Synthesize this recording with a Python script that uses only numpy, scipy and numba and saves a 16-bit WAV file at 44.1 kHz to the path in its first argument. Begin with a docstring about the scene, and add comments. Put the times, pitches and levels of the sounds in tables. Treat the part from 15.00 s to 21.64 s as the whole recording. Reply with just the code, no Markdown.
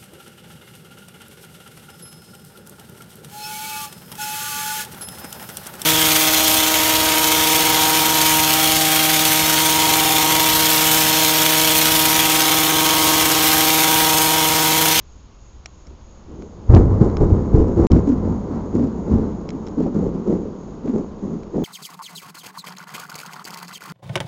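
"""Thunder from a close lightning strike: a low mutter, a clap that overloads a small microphone, then
rolling peals. Each stretch of the lightning's path sends a cluster of shock waves that swells, holds
and dies; near ones are heavy, far ones lack bass. Land and houses scatter them into a fading rumble.
Behind it are light wind, a faint insect and a few ticking drops. The sound cuts out once, briefly."""
import sys
import numpy as np
from scipy import signal
from scipy.fft import rfft, irfft, next_fast_len
from scipy.io import wavfile
from scipy.ndimage import uniform_filter1d
from numba import njit

SR = 44100
rng = np.random.default_rng(int(sys.argv[2]) if len(sys.argv) > 2 else 0)


def master_out(mix):
    """Clip the mix to full scale and print it as 16-bit PCM to the path in sys.argv[1]."""
    frames = np.transpose(np.atleast_2d(mix))
    ceiling = np.clip(frames, -1, 1)
    pcm = np.round(ceiling * 32767).astype(np.int16)
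    wavfile.write(sys.argv[1], SR, pcm)


N = 292824
TIME = np.arange(N) / SR

# Peals of thunder, one per stretch of the lightning's path. The body is a peal's middle range.
# (start [s], hold [s], body [dB], deep boom [dB], echoes [dB], pitch [Hz], pitched share of body [0-1])
PEALS = [(.872, 0.043, -45.5, -57, -61, 410, 0.05), (1.294, 0.065, -38, -40, -55, 340, 0.3),
         (1.392, 0.049, -35.5, -46, -59, 380, 0.13), (1.705, 0.018, -26.5, -10, -30.5, 226, 0),
         (1.737, 0.046, -10, -6, -29, 378, 0.07), (1.835, .04, -30.5, -15.5, -47, 297, 0),
         (1.908, 0.035, -23.5, -14.5, -38, 225, 0), (2.011, 0.046, -15.5, -20.5, -33, 401, 0.27),
         (2.21, 0.024, -13, -12.5, -33, 429, 0.3), (2.297, 0.092, -20, -22, -44.5, 340, 0.12),
         (2.538, 0.074, -13, -11.5, -39, 198, 0.23), (2.669, 0.053, -21, -32, -42, 288, 0.4),
         (2.778, 0.072, -13, -14.5, -32.5, 351, 0.42), (2.915, 0.056, -10.5, -13, -36, 210, 0.63),
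         (3.075, 0.042, -13, -29.5, -43, 270, 0.97), (3.165, .035, -25, -25, -44, 241, 0.2),
         (3.243, 0.078, -20.5, -23.5, -39.5, 211, 0.76), (3.51, 0.071, -26, -35, -38.5, 273, 0.83),
         (3.748, 0.098, -16, -27, -43.5, 259, 0.75), (3.969, 0.027, -26.5, -43, -62, 226, .4),
         (4.067, 0.19, -22, -36, -41, 233, 0.48), (4.116, 0.048, -16.5, -17, -38.5, 227, 0.8),
         (4.26, 0.096, -29, -33.5, -65, 215, 0.4), (4.529, 0.013, -26, -46, -54, 246, 0.9),
         (4.783, 0.086, -18, -37, -45, 263, 0.63), (4.951, 0.037, -18, -32, -39, 221, 0.46),
         (5.018, 0.058, -20, -27, -54, 245, 0.1), (5.141, 0.049, -24, -45, -46, 220, 0.33),
         (5.273, 0.077, -16.5, -33, -43, 370, 0.34), (5.41, 0.065, -28.5, -39, -55, 294, 0),
         (5.858, 0.043, -18, -52, -44.5, 248, 0.98), (5.939, 0.05, -19, -47, -44, 231, 0.22),
         (6.231, 0.052, -24.5, -36, -47.5, 203, 0.5), (6.303, .05, -25, -49, -53, 196, 0.68),
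         (6.546, 0.081, -20, -43, -48, 258, 0.31)]


def undb(db):
    """Turn decibels into a factor to multiply by."""
    return 10 ** (np.asarray(db) / 20)


def unit(x):
    """Scale a sound so that its average power is 1."""
    return x / np.sqrt(np.mean(x ** 2))


def colour(x, spectrum):
    """Shape a sound's tone with a curve of (frequency [Hz], level [dB]) points."""
    hz, db = np.transpose(spectrum)
    size = next_fast_len(N + SR // 4, True) // 2 * 2
    bin_hz = np.maximum(np.arange(size // 2 + 1) * SR / size, 1)
    gain = undb(np.interp(np.log(bin_hz), np.log(hz), db))
    # These steps make the filter ring only after each click, never before it.
    cepstrum = irfft(np.log(gain))
    cepstrum[1:size // 2] *= 2
    cepstrum[size // 2 + 1:] = 0
    return irfft(rfft(x, size) * np.exp(rfft(cepstrum)))[:N]


@njit
def resonate(x, hz, width_hz):
    """Let through the sound near a pitch that may move (a state-variable filter)."""
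    out, band_state, low_state = np.empty(len(x)), 0., 0.
    for i in range(len(x)):
        step, damping = np.tan(np.pi * hz[i] / SR), width_hz / hz[i]
        ring = (band_state + step * (x[i] - low_state)) / (1 + step * (step + damping))
        band_state = 2 * ring - band_state
        low_state += 2 * step * ring
        out[i] = damping * ring
    return out


def band(x, hz, width_hz):
    """Resonate twice, so that little outside the band is left."""
    hz, width_hz = hz * np.ones(N), float(width_hz)
    return resonate(resonate(x, hz, width_hz), hz, width_hz)


def arrivals(per_s, spread_db):
    """Clicks of random time, sign and size."""
    hit = rng.random(N) < per_s / SR
    return hit * rng.choice([-1, 1], N) * undb(spread_db * rng.exponential(size=N))


def even(x, span_s):
    """Hold the power near 1 over every span, keeping the finer grain."""
    x, span = unit(x), max(int(span_s * SR), 2)
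    power = uniform_filter1d(uniform_filter1d(x ** 2, span), span)
    return x / np.sqrt(np.abs(power) + 1e-6)


def swell(start, hold, release_s, attack_s=0.0091):
    """Loudness of one peal over time: it rises quickly, holds and dies away."""
    early, late = np.maximum(start - TIME, 0), np.maximum(TIME - start - hold, 0)
    return np.exp(-np.minimum(early / attack_s + late / release_s, 20))


def rumble(before_db, build_db_per_s, after_db, fade_db_per_s, clap_s=1.697):
    """Loudness of the rumble over time: it builds, jumps at the clap, then fades."""
    age = TIME - clap_s
    return undb(np.where(age < 0, before_db + build_db_per_s * age, after_db - fade_db_per_s * age))


def wind(level_db=-43):
    """Light steady wind and distant hiss."""
    # Tone of the moving air: (frequency [Hz], level [dB])
    wind_tone = [(20, -3), (60, 4.5), (100, -5), (150, -11.5), (400, -19.5), (700, -25.5), (1100, -23.5),
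                 (1800, -34.5), (3000, -34.5), (6000, -37), (8000, -54)]
    return unit(colour(rng.standard_normal(N), wind_tone)) * undb(level_db)


def insect(level_db=-61.5, first_chirp_s=.15, chirp_every_s=.3236, floor=0.49):
    """A far insect rasps in one thin high band, swelling about three times a second."""
    rasp = unit(band(rng.standard_normal(N), hz=6626, width_hz=640))
    chirp = np.cos(np.pi * (TIME - first_chirp_s) / chirp_every_s) ** 2
    return rasp * (floor + (1 - floor) * chirp) * undb(level_db)


def drops(splash_db=-5, splash_s=0.0022, attack_s=0.0012):
    """Each drop splashes and rings briefly; it lands on its own spot, so no two sound alike."""
    # Drops near the microphone: (time [s], peak level [dB], brightness [dB per octave])
    landings = [(0.6584, -18.5, -4.5), (.869, -39, -3), (.874, -45, -2), (1.422, -35, -7.5),
                (2.014, -32, 11), (2.099, -35, -5), (2.169, -22.5, -8), (2.9171, -20, -4),
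                (4.49, -23.5, -2), (4.504, -25.5, -2.5), (4.667, -33, 2), (4.673, -31.5, -9),
                (4.684, -33, 5), (6.433, -34.5, -8.5)]
    # Tones a drop rings with: (frequency [Hz], level [dB], time to fade by 60 dB [s])
    tones = [(730, -14.5, 0.006), (1270, -6, 0.0051), (2240, 0, 0.0044), (3090, -4.5, 0.0051),
             (4016, -14, 0.014), (5410, 3.5, 0.0048), (6550, -7, 0.0065)]
    out, t = np.zeros(N + SR), TIME[:SR // 20]
    hz, tone_db, fade_s = np.transpose(tones)[:, :, None]
    for time_s, peak_db, brightness in landings:
        tilt_db = brightness * np.log2(hz / hz.max())  # soft drops favour the low tones
        level_shift, pitch_shift = rng.standard_normal((2, len(hz), 1))
        loudness = undb(tone_db + tilt_db + 2 * level_shift - 60 * t / fade_s)
        ring = loudness * np.sin(2 * np.pi * hz * (1 + .015 * pitch_shift) * t)
        splash = undb(splash_db) * rng.standard_normal(len(t)) * np.exp(-t / splash_s)
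        tick = (ring.sum(axis=0) + splash) * (1 - np.exp(-t / attack_s))
        start = int(time_s * SR)
        out[start:start + len(t)] += undb(peak_db) * tick / np.abs(tick).max()
    return out[:N]


def peals(rumble_hz=210, rumble_pitched=0.2):
    """Shock waves rounded by the air: long ones boom, short ones roll, alike ones give a pitch."""
    # Tone of the short, rolling waves: (frequency [Hz], level [dB])
    body_tone = [(70, -16), (120, -13.5), (160, 1.5), (205, 2.5), (250, -4), (330, -2.5), (420, -3.5),
                 (500, -9), (620, -20), (900, -27), (1600, -45.5), (4000, -64)]
    # Tone of the long, booming waves: (frequency [Hz], level [dB])
    boom_tone = [(15, -25.5), (28, -5.5), (58, -1), (95, 1.5), (125, -6), (180, -26.5), (400, -45.5),
                 (1000, -86.5)]
    body_power = rumble(before_db=-39.5, build_db_per_s=21.5, after_db=-22, fade_db_per_s=3) ** 2
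    boom_power = rumble(before_db=-36.5, build_db_per_s=46, after_db=-18.5, fade_db_per_s=7) ** 2
    pitch_sum, share_sum = rumble_hz * body_power, rumble_pitched * body_power
    for start, hold, body_db, boom_db, _, pitch_hz, pitched_share in PEALS:
        power = (undb(body_db) * swell(start, hold, release_s=0.042)) ** 2
        body_power += power
        pitch_sum += pitch_hz * power
        share_sum += pitched_share * power
        boom_power += (undb(boom_db) * swell(start, hold, release_s=0.047)) ** 2
    hz = pitch_sum / body_power  # the loudest peal counts most
    share = np.clip(share_sum / body_power, 0, 1)
    roll = even(colour(arrivals(per_s=700, spread_db=2.5), body_tone), span_s=0.026)
    pitched = even(band(arrivals(per_s=400, spread_db=2.5), hz, width_hz=80), span_s=0.022)
    body = np.sqrt(1 - share) * roll + np.sqrt(share) * pitched
    boom = even(colour(arrivals(per_s=200, spread_db=2.5), boom_tone), span_s=0.014)
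    return body * np.sqrt(body_power) + boom * np.sqrt(boom_power)


def echoes():
    """Countless weak echoes carry the higher sounds, trail each peal and fill the lulls."""
    # Tone of thunder scattered by land and houses: (frequency [Hz], level [dB])
    echo_tone = [(250, -24.5), (500, 5.5), (700, 1.5), (1000, 1.5), (1350, -8), (1700, -18.5),
                 (2100, -21.5), (2700, -39.5), (4200, -30.5), (5400, -34), (7000, -31.5), (9000, -46)]
    power = rumble(before_db=-49, build_db_per_s=15, after_db=-36, fade_db_per_s=2.5) ** 2
    for start, hold, _, _, echo_db, *_ in PEALS:
        power += (undb(echo_db) * swell(start, hold, release_s=.06)) ** 2
    scattered = colour(arrivals(per_s=6000, spread_db=2), echo_tone)
    return even(scattered, span_s=0.042) * np.sqrt(power)


def crackle(below_body_db=42.5):
    """A faint dry crackle rides on each peal."""
    # Tone of the crackle: (frequency [Hz], level [dB])
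    crackle_tone = [(800, -21.5), (2000, -8), (4000, -1.5), (7000, 2), (9000, -12.5)]
    power = np.zeros(N)
    for start, hold, body_db, *_ in PEALS:
        power += (undb(body_db - below_body_db) * swell(start, hold, release_s=0.028)) ** 2
    return unit(colour(arrivals(per_s=2000, spread_db=3), crackle_tone)) * np.sqrt(power)


def thumps_and_crack(echo_s=0.0094, echo_db=-10):
    """Each pulse is a crest between two dips, as the microphone cuts bass; a wall echoes the thumps."""
    # Single strong thumps of thunder, and a bright crack as the clap overloads the microphone:
    # (time [s], peak level [dB], pitch [Hz])
    pulses = [(1.7021, 3.5, 74), (1.711, -17.5, 520), (1.745, 9.5, 105), (1.7494, -15.5, 3850),
              (1.75, -12, 600), (1.7635, -6, 500), (1.766, -18, 1700), (2.017, 5, 138), (2.329, -0.5, 74),
              (2.548, 2, 95), (2.921, -9, 85), (2.933, -2.5, 140), (3.278, -14.5, 385), (3.754, -2.5, 240),
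              (3.799, -15, 380), (4.139, -10, 134), (4.807, -9, 340), (4.864, -12.5, 430),
              (4.966, -6.5, 228), (5.2979, -8, 290), (5.86, -10.5, 260), (6.581, -11, 380)]
    out = np.zeros(N)
    for time_s, peak_db, hz in pulses:
        for delay, gain in ((0, 1), (echo_s, undb(echo_db))):
            age = TIME - time_s - delay
            near = np.abs(age) < 2 / hz
            phase = np.pi * hz * age[near]
            out[near] += gain * undb(peak_db) * (1 - 2 * phase ** 2) * np.exp(-phase ** 2)
    return out


def scene():
    """Thunder, drops, wind and insect add up at one microphone."""
    return (peals() + echoes() + thumps_and_crack() + drops() + wind() + insect() + crackle())[None]


def record(dry, cut_s=2.8685, resume_s=2.901, fade_in_s=.002, top_hz=7500):
    """The microphone flattens the loudest crests, the sound cuts out briefly, and high treble is lost."""
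    flattened = dry / (1 + dry ** 30) ** (1 / 30)
    sound_on = (TIME < cut_s) + np.clip((TIME - resume_s) / fade_in_s, 0, 1)
    treble_cut = signal.ellip(8, .2, 70, top_hz, fs=SR, output="sos")
    return signal.sosfilt(treble_cut, flattened * sound_on)


dry = scene()
out = record(dry)
master_out(out)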